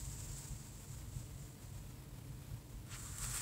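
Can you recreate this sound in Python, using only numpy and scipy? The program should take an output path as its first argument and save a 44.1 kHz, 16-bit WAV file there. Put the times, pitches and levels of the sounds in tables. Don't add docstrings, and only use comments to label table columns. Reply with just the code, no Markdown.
import sys
import numpy as np
from scipy import signal
from scipy.fft import rfft, irfft
from scipy.io import wavfile

SR = 44100
rng = np.random.default_rng(int(sys.argv[2]) if len(sys.argv) > 2 else 0)


def log_audio(samples):
    frames = np.atleast_2d(samples).T
    limited = np.clip(frames, -1, 1)
    pcm = np.round(limited * 32767).astype(np.int16)
    wavfile.write(sys.argv[1], SR, pcm)


N = 150381
TIME_S = np.arange(N) / SR


def from_db(db):
    return 10 ** (np.asarray(db) / 20)


def rms_one(x):
    return x / np.sqrt(np.mean(x ** 2) + 1e-20)


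def in_time(rows):
    return np.interp(TIME_S, *np.transpose(rows))


def drift(corner_hz):
    pole = np.exp(-2 * np.pi * corner_hz / SR)
    white = rng.standard_normal(N + SR)
    smooth = signal.lfilter([1], [1, -2 * pole, pole * pole], white)
    return rms_one(smooth[SR:])


MIC_HZ, MIC_WIDTH_HZ, MIC_BOOST_DB = 7640, 1250, 11.5


def coloured(x, colour):
    hz, db = np.transpose(colour)
    bin_hz = np.maximum(np.arange(N // 2 + 1) * SR / N, 1)
    gain = from_db(np.interp(np.log(bin_hz), np.log(hz), db))
    shaped = irfft(rfft(x) * gain, N)
    b, a = signal.iirpeak(MIC_HZ, MIC_HZ / MIC_WIDTH_HZ, fs=SR)
    resonance = signal.lfilter(b, a, shaped)
    return rms_one(shaped + (from_db(MIC_BOOST_DB) - 1) * resonance)


def noise(colour):
    return coloured(rng.standard_normal(N), colour)


# (frequency [Hz], relative density [dB per Hz])
RUMBLE_COLOUR = [(20, -39), (27, -26), (36, -3), (52, 4.5), (65, -8.5), (75, 1), (84, -10.5), (98, 4),
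                 (110, -1.5), (126, 1.5), (145, -1), (165, -15.5), (230, -31), (400, -60)]
# (time [s], level [dB])
RUMBLE_LEVEL = [(0, -49), (.3, -48.5), (.42, -53), (.6, -51), (.8, -54), (.96, -47), (1.2, -50),
                (1.28, -51.5), (1.42, -49), (1.56, -58.5), (1.66, -50), (2.1, -53), (2.28, -49), (2.6, -51),
                (2.83, -53), (2.92, -47.5), (3.17, -50.5), (3.3, -46.5), (3.41, -56)]
RUMBLE_SWELL_DB, RUMBLE_SWELL_HZ = 1.5, 24


def rumble():
    level_db = in_time(RUMBLE_LEVEL) + RUMBLE_SWELL_DB * drift(RUMBLE_SWELL_HZ)
    return from_db(level_db) * noise(RUMBLE_COLOUR)


# (frequency [Hz], relative density [dB per Hz])
AIR_COLOUR = [(200, 5), (580, 10.5), (770, 4.5), (940, 10.5), (1150, 5.5), (1600, 3.5), (3000, 1.5),
              (5000, -0.5), (7500, -9.5), (10000, -3), (15500, -0.5)]
AIR_DB, AIR_FLICKER_DB, AIR_FLICKER_HZ = -61.5, 1.33, 35


def air():
    level_db = AIR_DB + AIR_FLICKER_DB * drift(AIR_FLICKER_HZ)
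    return from_db(level_db) * noise(AIR_COLOUR)


# (frequency [Hz], relative density [dB per Hz])
DRONE_COLOUR = [(100, -23), (170, -1.5), (205, -0.5), (226, 1), (248, -9), (270, -3), (303, -1.5),
                (335, -7.5), (410, -15.5), (445, -5.5), (490, -17), (750, -20.5), (1500, -48), (4000, -77)]
DRONE_DB = -61.5


def drone():
    return from_db(DRONE_DB) * noise(DRONE_COLOUR)


# (time [s], level [dB])
HISS_LEVEL = [(0, -50), (.08, -54.5), (.22, -52.5), (.27, -55.5), (.38, -52), (.45, -56), (.62, -57.5),
              (.7, -60.5), (.86, -61), (.97, -58.5), (1.05, -66), (1.19, -58), (1.28, -68.5), (1.44, -60),
              (1.56, -70.5), (1.66, -67), (1.8, -66), (2.05, -77), (2.64, -74), (2.74, -68), (2.83, -79)]
# (frequency [Hz], relative density [dB per Hz])
HISS_COLOUR = [(400, -1.5), (1000, -1), (2000, -2.5), (3400, -3), (5000, 1), (5700, 0), (6700, 2),
               (7600, 2), (8400, 1.5), (9400, -3), (12500, -6), (15000, -3)]
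HISS_FLUTTER_DB, HISS_FLUTTER_HZ = 1.5, 35


def hiss():
    level_db = in_time(HISS_LEVEL) + HISS_FLUTTER_DB * drift(HISS_FLUTTER_HZ)
    return from_db(level_db) * noise(HISS_COLOUR)


# (time [s], base level [dB], extra level of the deepest tone [dB])
BUMPS = [(0.299, -48, 4), (0.496, -52.5, 11), (1.071, -49, -8), (1.155, -39, -10), (2.53, -41, -8.5),
         (2.74, -42.5, 1), (3.269, -48.5, -2)]
# (frequency [Hz], relative level [dB], T60 [s])
BUMP_TONES = [(50.5, 3.5, .14), (122, 3, 0.1), (204, -8, 0.088)]
BUMP_RISE_S = 0.0038


def bumps():
    out = np.zeros(N)
    for start_s, base_db, deep_db in BUMPS:
        age_s = np.maximum(TIME_S - start_s, 0)
        onset = 1 - np.exp(-age_s / BUMP_RISE_S)
        for k, (hz, tone_db, t60_s) in enumerate(BUMP_TONES):
            extra_db = deep_db if k == 0 else 0
            decay = from_db(base_db + tone_db + extra_db - 60 * age_s / t60_s)
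            out += decay * onset * np.sin(2 * np.pi * hz * age_s)
    return out


# (time [s], edge level before envelope [dB], wood relative to edge [dB])
TICKS = [(0.383, -46, -20), (2.865, -55, -5), (3.183, -41, -8), (3.241, -43.5, 1.5), (3.352, -47, 0.5),
         (3.375, -45, 1)]
# (frequency [Hz], relative density [dB per Hz])
EDGE_COLOUR = [(3000, -29), (7000, -2), (9000, 4), (11000, 2), (13000, -6), (15500, -1)]
# (frequency [Hz], relative density [dB per Hz])
WOOD_COLOUR = [(500, -13.5), (1400, -1.5), (3000, -4.5), (5000, -8), (7500, -18), (15000, -28)]
TICK_RISE_S, TICK_FALL_S = 0.00062, 0.0046


def ticks():
    edge, wood = noise(EDGE_COLOUR), noise(WOOD_COLOUR)
    out = np.zeros(N)
    for start_s, edge_db, wood_db in TICKS:
        age_s = np.maximum(TIME_S - start_s, 0)
        envelope = np.minimum(age_s / TICK_RISE_S, 1) * np.exp(-age_s / TICK_FALL_S)
        out += from_db(edge_db) * envelope * (edge + from_db(wood_db) * wood)
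    return out


# (time [s], level [dB])
SLIDE_FORCE = [(2.86, -83), (2.9, -58.5), (2.95, -54.5), (3.02, -52.5), (3.13, -52.5), (3.17, -50.5),
               (3.2, -49.5), (3.23, -43), (3.28, -46), (3.32, -44), (3.36, -40.5), (3.41, -44)]
# (frequency [Hz], relative density [dB per Hz])
LIGHT_COLOUR = [(400, -8), (800, -4), (1250, 7), (1850, 1), (2600, -6), (4000, -2), (6300, -3.5), (7500, 1),
                (9000, 0), (11000, -5.5), (15500, -6.5)]
# (frequency [Hz], relative density [dB per Hz])
HARD_COLOUR = [(400, -5), (800, -7), (1250, 5.5), (1900, 2.5), (2800, -2), (4400, -2.5), (5400, 2.5),
               (6500, -2), (7500, 0.5), (9000, 4), (11000, -3.5), (15500, -4)]
HARD_FROM_DB, HARD_SPAN_DB = -47, 5
CATCHES_PER_S, CATCH_SPREAD_DB, CATCH_POWER_SHARE = 2300, 2.5, 0.45
JUDDER_DB, JUDDER_HZ = 1, 55


def scrape():
    force_db = in_time(SLIDE_FORCE)
    size_db = CATCH_SPREAD_DB * np.minimum(rng.exponential(1, N), 4)
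    sizes = from_db(size_db) * rng.choice([-1, 1], N)
    catches = rms_one(sizes * (rng.random(N) < CATCHES_PER_S / SR))
    rub = rng.standard_normal(N)
    friction = np.sqrt(CATCH_POWER_SHARE) * catches + np.sqrt(1 - CATCH_POWER_SHARE) * rub
    hard = np.clip((force_db - HARD_FROM_DB) / HARD_SPAN_DB, 0, 1)
    light_sound = (1 - hard) * coloured(friction, LIGHT_COLOUR)
    hard_sound = hard * coloured(friction, HARD_COLOUR)
    return from_db(force_db + JUDDER_DB * drift(JUDDER_HZ)) * (light_sound + hard_sound)


# (frequency [Hz], relative density [dB per Hz])
BRUSH_COLOUR = [(700, -11), (1200, 0), (2000, -1), (3200, -4), (4600, -8), (6000, -8), (8000, -17),
                (15000, -23)]
BRUSH_PEAK_S, BRUSH_DB = 2.947, -52
BRUSH_RISE_S, BRUSH_FALL_S = 0.029, 0.016


def brush():
    age_s = TIME_S - BRUSH_PEAK_S
    sigma_s = np.where(age_s < 0, BRUSH_RISE_S, BRUSH_FALL_S)
    envelope = np.exp(-.5 * (age_s / sigma_s) ** 2)
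    return from_db(BRUSH_DB) * envelope * noise(BRUSH_COLOUR)


ECHO_DB, ECHO_T60_S = -10, 0.15


def room(x):
    age_s = TIME_S[:SR // 2]
    tail = rng.standard_normal(len(age_s)) * from_db(-60 * age_s / ECHO_T60_S)
    echo = signal.fftconvolve(x, tail / np.linalg.norm(tail))[:N]
    return x + from_db(ECHO_DB) * echo


def scene():
    fading_hiss = hiss()
    contacts = room(scrape() + brush() + ticks())
    background = rumble() + air() + drone()
    mono = fading_hiss + contacts + bumps() + background
    return np.stack([mono, mono])


LOW_CUT_HZ, HIGH_CUT_HZ = 26, 15680


def record(dry):
    low_cut = signal.butter(3, LOW_CUT_HZ, "high", fs=SR, output="sos")
    high_cut = signal.ellip(12, .1, 70, HIGH_CUT_HZ, fs=SR, output="sos")
    return signal.sosfilt(high_cut, signal.sosfilt(low_cut, dry))


dry = scene()
out = record(dry)
log_audio(out)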